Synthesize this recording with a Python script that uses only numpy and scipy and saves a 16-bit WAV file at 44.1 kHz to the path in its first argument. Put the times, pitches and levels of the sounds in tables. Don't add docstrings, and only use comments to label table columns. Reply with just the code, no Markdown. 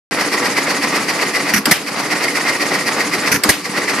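import sys
import numpy as np
from scipy import signal
from scipy.fft import rfft, irfft
from scipy.io import wavfile

SR = 44100
rng = np.random.default_rng(int(sys.argv[2]) if len(sys.argv) > 2 else 0)


def int16_out(signal):
    q = np.round(np.clip(np.atleast_2d(signal).T, -1, 1) * 32767)
    wavfile.write(sys.argv[1], SR, q.astype(np.int16))


N = 176400
T = np.arange(N) / SR
FREQS = np.maximum(np.arange(N // 2 + 1) * SR / N, 1)

# ignition time in seconds, knock level in dB, pop level in dB.
FIRINGS = [(1.6555,0.5,-0.5),(3.4354,2,0)]
# frequency in Hz, level in dB.
GEAR_TONE = [(30,-39.5),(80,-25.5),(150,-5.5),(300,-1),(1200,-1),(2300,-7),(3300,-15.5),(4800,-14),(14000,-39.5)]
CART_TONE = [(25,-36),(55,-33),(95,-15.5),(135,-1),(200,4.5),(300,-5),(600,-38)]


def undb(db):
    return 10 ** (np.asarray(db) / 20)


def unit(x):
    return x / np.sqrt(np.mean(x ** 2))


def gains(points):
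    hz, db = np.array(points).T
    return undb(np.interp(np.log(FREQS), np.log(hz), db))


def colour(x, tone):
    cepstrum = irfft(np.log(gains(tone)))
    return unit(irfft(rfft(x) * np.exp(rfft(2 * cepstrum[:N // 2], N))))


def ring(x, modes):
    response = sum((-1) ** k * undb(db) / (1 + 1j * hz / width * (FREQS / hz - hz / FREQS))
                   for k, (hz, width, db) in enumerate(modes))
    return unit(irfft(rfft(x) * response))


def noise():
    return rng.standard_normal(N)


def clicks(per_s, scatter_db=0):
    return (rng.random(N) < per_s / SR) * np.sign(noise()) * undb(scatter_db * np.clip(noise(), -2, 2))


def smeared(x):
    spread = rfft(noise() * np.exp(-T / 0.001734))
    return irfft(rfft(x) * spread / np.abs(spread))


def swell(turn, rows, rest_db, cycle=2):
    power = 0
    for at, width, db in rows:
        distance = (turn - at + cycle / 2) % cycle - cycle / 2
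        power += undb(db) ** 2 * np.exp(-.5 * (distance / width) ** 2)
    return np.sqrt(power + undb(rest_db) ** 2)


def burst(start, attack, hold, decay):
    return np.clip((T - start) / attack, 0, 1) * np.exp(-np.maximum(T - start - hold, 0) / decay)


def gears(turn, level):
    # place in turns, width in turns, level in dB.
    swells = [(.075,0.058,2),(.27,0.08,-2),(.53,0.089,-2.5),(.95,0.1,-4),(1.1,0.06,1.5),(1.33,0.063,0),(1.54,0.041,-1.5),(1.82,0.11,1)]
    teeth = level * swell(turn, swells, rest_db=-14) * clicks(per_s=2200, scatter_db=3)
    return undb(-22) * colour(smeared(teeth), GEAR_TONE)


def frame(turn, level):
    # pitch in Hz, width in Hz, level in dB.
    modes = [(218,16,-10),(282,11.4,3.5),(307.6,17,-1),(368,8.5,-1.5),(424,8.7,-2),(489.5,16.6,-2),(973,18,-17),(1150,41,-8.5)]
    hits = level * swell(turn, [(.2, .35, 0)], rest_db=6.5) * clicks(per_s=900)
    return undb(-27.5) * ring(hits, modes)


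def cart(turn, level):
    # place in turns, width in turns, level in dB.
    swells = [(.14,0.038,-2),(.34,0.036,2),(.53,0.23,-5),(.87,0.042,-3.5),(1.31,0.017,8.5),(1.52,0.022,1)]
    return undb(-35.5) * colour(level * swell(turn, swells, rest_db=-9) * noise(), CART_TONE)


def pumped_air(turn, level):
    # frequency in Hz, level in dB.
    out_tone = [(100,-35),(1000,2.5),(2400,10.5),(3500,-7.5),(4600,9.5),(6100,2),(6750,-3),(7400,-3),(12000,-5.5),(13500,-24.5)]
    in_tone = [(100,-40),(2000,4),(3400,-3),(4700,3.5),(6300,-4),(8500,-4.5),(12300,-12.5),(13500,-23)]
    outward = level * swell(turn, [(.005, .065, 0)], rest_db=-12, cycle=1) * noise()
    inward = level * swell(turn, [(.45, .125, 0)], rest_db=-7, cycle=1) * noise()
    return undb(-26.5) * colour(outward, out_tone) + undb(-33) * colour(inward, in_tone)


def loose_iron(turn, level):
    # place in turns, width in turns, level in dB.
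    swells = [(.02,0.027,4),(.23,0.014,-5),(.335,0.017,2),(.5,0.03,-4),(.93,0.055,1.5),(1.05,0.029,2.5),(1.34,0.038,-1),(1.8,0.087,-1)]
    # pitch in Hz, width in Hz, level in dB.
    modes = [(1884,40,2.5),(1987,58,2),(2087,46,0.5),(2420,350,-0.5),(5170,560,-21)]
    # start in seconds, level in dB.
    clank_times = [(.378,-1),(.566,1),(.584,0),(.669,1.5),(.842,0),(1.084,2.5),(1.222,1),(1.358,0),(1.878,0),(2.126,4),(2.281,2),(2.351,2),(2.492,2),(3.003,0),(3.134,2),(3.273,0),(3.651,3.5),(3.878,1.5)]
    # frequency in Hz, level in dB.
    clank_tone = [(100,-18),(1600,-0.5),(2050,20),(3200,-23),(4900,-0.5),(14000,-33)]
    shake = level * swell(turn, swells, rest_db=-10)
    parts = sum(undb(db) * ring(shake * clicks(per_s=700), [(hz, width, 0)]) for hz, width, db in modes)
    clanks = sum(undb(db) * burst(at, 0.0013, 0.0059, 0.0039) for at, db in clank_times)
    return undb(-24.5) * unit(parts) + undb(-19.5) * clanks * colour(noise(), clank_tone)


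def suction(turn, level):
    # pitch in Hz, width in Hz, level in dB.
    modes = [(4680,300,-4),(5380,300,-4),(7720,400,-2),(9750,450,-3),(10250,400,-3)]
    fastest_turn, top_hz = .45, 6750
    speed = np.cos(2 * np.pi * (turn - fastest_turn))
    flow = level * swell(turn, [(fastest_turn, .085, 0)], rest_db=-11, cycle=1)
    hz = top_hz * (1 - .33 * (1 - speed))
    flutter = unit(signal.sosfilt(signal.butter(2, 110, fs=SR, output="sos"), noise()))
    whistle = level * np.sqrt(np.maximum(speed, 0)) * flutter * np.sin(2 * np.pi * np.cumsum(hz) / SR)
    return undb(-38) * ring(flow * noise(), modes) + undb(-40) * unit(whistle)


def coasting():
    # middle of the outward stroke in seconds, rattle in dB, gears in dB.
    turns = [(-.04,0,-2),(0.083,2.5,3.5),(.21,4,4),(0.334,4.5,3.5),(0.458,2.5,5.5),(0.578,6,3.5),(.705,2.5,4),(0.835,4,3),(.961,5,3.5),(1.097,4,2.5),(1.223,5,3.5),(1.359,4.5,1.5),(1.495,3,1),(1.631,-15,5),(1.755,-7,2.5),(1.879,4.5,2),(1.997,2.5,5.5),(2.12,4,3.5),(2.239,6,1.5),(2.368,4,3),(2.489,8,3.5),(2.621,4,2.5),(2.745,5,3),(2.878,4,2.5),(3.008,3.5,3),(3.142,3,1.5),(3.277,6,3.5),(3.41,-25,5),(3.536,-5,2.5),(3.657,0.5,-2),(3.777,5.5,5.5),(3.897,5.5,2.5),(4.02,6,5)]
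    times, rattle_db, gear_db = np.array(turns).T
    turn = np.interp(T, times, np.arange(len(times)))
    squeeze = sum(np.exp(-((T - at + 0.015) / 0.03) ** 2) for at, _, _ in FIRINGS)
    deep_hush, mild_hush = undb(-23.5 * squeeze), undb(-12 * squeeze)
    gear_level = undb(np.interp(T, times, gear_db)) * mild_hush
    rattle_level = undb(np.interp(T, times, rattle_db)) * deep_hush
    return (gears(turn, gear_level) + frame(turn, mild_hush) + cart(turn, mild_hush)
            + pumped_air(turn, deep_hush) + loose_iron(turn, rattle_level) + suction(turn, deep_hush))


def intake():
    # seconds before ignition, length in seconds, level in dB.
    gulps = [(0.1198,0.013,1.5),(0.094,0.021,-3.5)]
    # seconds before ignition, level in dB.
    thumps = [(.0955,0),(.071,1)]
    # frequency in Hz, level in dB.
    snort_tone = [(30,-32),(200,11.5),(600,-23),(1300,5),(1850,10.5),(2400,5.5),(3800,-12.5),(4600,-3),(6000,0.5),(7500,-13),(12000,-3.5),(14000,-21)]
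    thump_hz = 173
    snort, shudder, thump = 0, 0, 0
    for at, _, _ in FIRINGS:
        for lead, length, db in gulps:
            snort += undb(db) * burst(at - lead, 0.0012, length, 0.0073)
        for lead, db in thumps:
            shudder += undb(db) * burst(at - lead, 0.0028, 0.004, 0.021)
            note = np.sin(2 * np.pi * thump_hz * (T - at + lead))
            thump += undb(db) * burst(at - lead, 0.0026, 0.003, 0.003) * note
    flutter = colour(smeared(clicks(per_s=4000, scatter_db=0.5)), snort_tone)
    rumble = colour(noise(), CART_TONE)
    return undb(-11.5) * snort * flutter + undb(-21.5) * shudder * rumble + undb(-23) * thump


def ignition():
    # frequency in Hz, level in dB.
    knock_tone = [(30,-36),(500,9),(2000,-13),(12000,6.5),(14000,-1)]
    # pitch in Hz, width in Hz, level in dB.
    knock_modes = [(2030,260,0),(4950,300,-3),(8060,400,-8)]
    # pitch in Hz, fade time in seconds, level in dB.
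    boom_modes = [(222,.028,-4),(298,.03,2.5)]
    knock = sum(undb(db) * burst(at, 0.001, 0.0038, 0.0047) for at, db, _ in FIRINGS)
    clank = sum(burst(at + 0.0085, 0.0031, 0.0024, 0.024) for at, _, _ in FIRINGS)
    boom = sum(undb(db) * burst(at + 0.015, 0.011, 0.018, decay) * np.sin(2 * np.pi * hz * (T - at))
               for at, _, _ in FIRINGS for hz, decay, db in boom_modes)
    crack = undb(-15.5) * colour(noise(), knock_tone) + undb(-10) * ring(noise(), knock_modes)
    return knock * crack + undb(-14) * clank * colour(noise(), GEAR_TONE) + undb(-16) * boom


def exhaust():
    # frequency in Hz, level in dB.
    pop_tone = [(25,-17),(120,2),(300,5),(650,3),(1400,-3),(1950,13),(2800,-15),(5000,-0.5),(7000,-7),(11000,-5),(14000,-11)]
    spit_tone = [(200,-12),(2500,5.5),(5500,-6),(13000,-13)]
    lag_s, opening_s = 0.0567, 0.0051
    pop = sum(undb(db) * burst(at + lag_s - opening_s / 2, opening_s, 0.015, 0.0065)
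              for at, _, db in FIRINGS)
    spit = sum(burst(at + lag_s, 0.0046, 0.028, 0.039) for at, _, _ in FIRINGS)
    return undb(1) * pop * colour(noise(), pop_tone) + undb(-12) * spit * colour(noise(), spit_tone)


def treble_colour():
    # frequency in Hz, level in dB against the plain sound.
    strength = [(3500,-28),(4600,-11),(11000,-7)]
    peaks = rfft(noise() * np.exp(-T / 0.015))
    share = gains(strength)
    return (1 + share * peaks / np.sqrt(np.mean(np.abs(peaks) ** 2))) / np.sqrt(1 + share ** 2)


def engine():
    return rfft(coasting() + intake() + ignition() + exhaust()) * treble_colour()


def scene():
    # frequency in Hz, side level minus middle level in dB.
    width = [(60,-14),(200,-17.5),(500,-15),(1000,-10),(2000,-8),(4000,-4),(8000,-1.5),(14000,-2)]
    # frequency in Hz, left level minus right level in dB.
    balance = [(100,-1.9),(500,-1.1),(1000,-.7),(4500,-.3),(7800,-5),(13000,-2)]
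    direct, diffuse = engine(), engine()
    scatter = rfft(noise() * np.exp(-T / 0.0051))
    side = (direct * scatter / np.abs(scatter) + diffuse) * gains(width) / np.sqrt(2)
    echo_shape = burst(0.038, 0.0036, 0.0087, 0.11 / np.log(1000))
    channels = []
    for sign in (1, -1):
        echo = undb(-20) * rfft(unit(noise() * echo_shape)) / np.sqrt(N)
        heard = direct * (1 + echo) + sign * side
        channels.append(irfft(heard * gains(balance) ** (sign / 2)))
    return np.array(channels)


def record(dry):
    start_s, attack_s, limit_db, recover_db_per_s, top_hz = 0.11, 0.0059, -6, 18, 14100
    pole = np.exp(-1 / (attack_s * SR))
    power = signal.lfilter([1 - pole], [1, -pole], np.mean(dry ** 2, axis=0))
    over_db = np.maximum(10 * np.log10(np.maximum(power, 1e-12)) - limit_db, 0)
    duck_db = np.maximum.accumulate(over_db + recover_db_per_s * T) - recover_db_per_s * T
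    sound = np.clip(dry * undb(-duck_db), -1, 1) * (T > start_s)
    return signal.sosfilt(signal.ellip(10, .2, 70, top_hz, fs=SR, output="sos"), sound)


dry = scene()
out = record(dry)
int16_out(out)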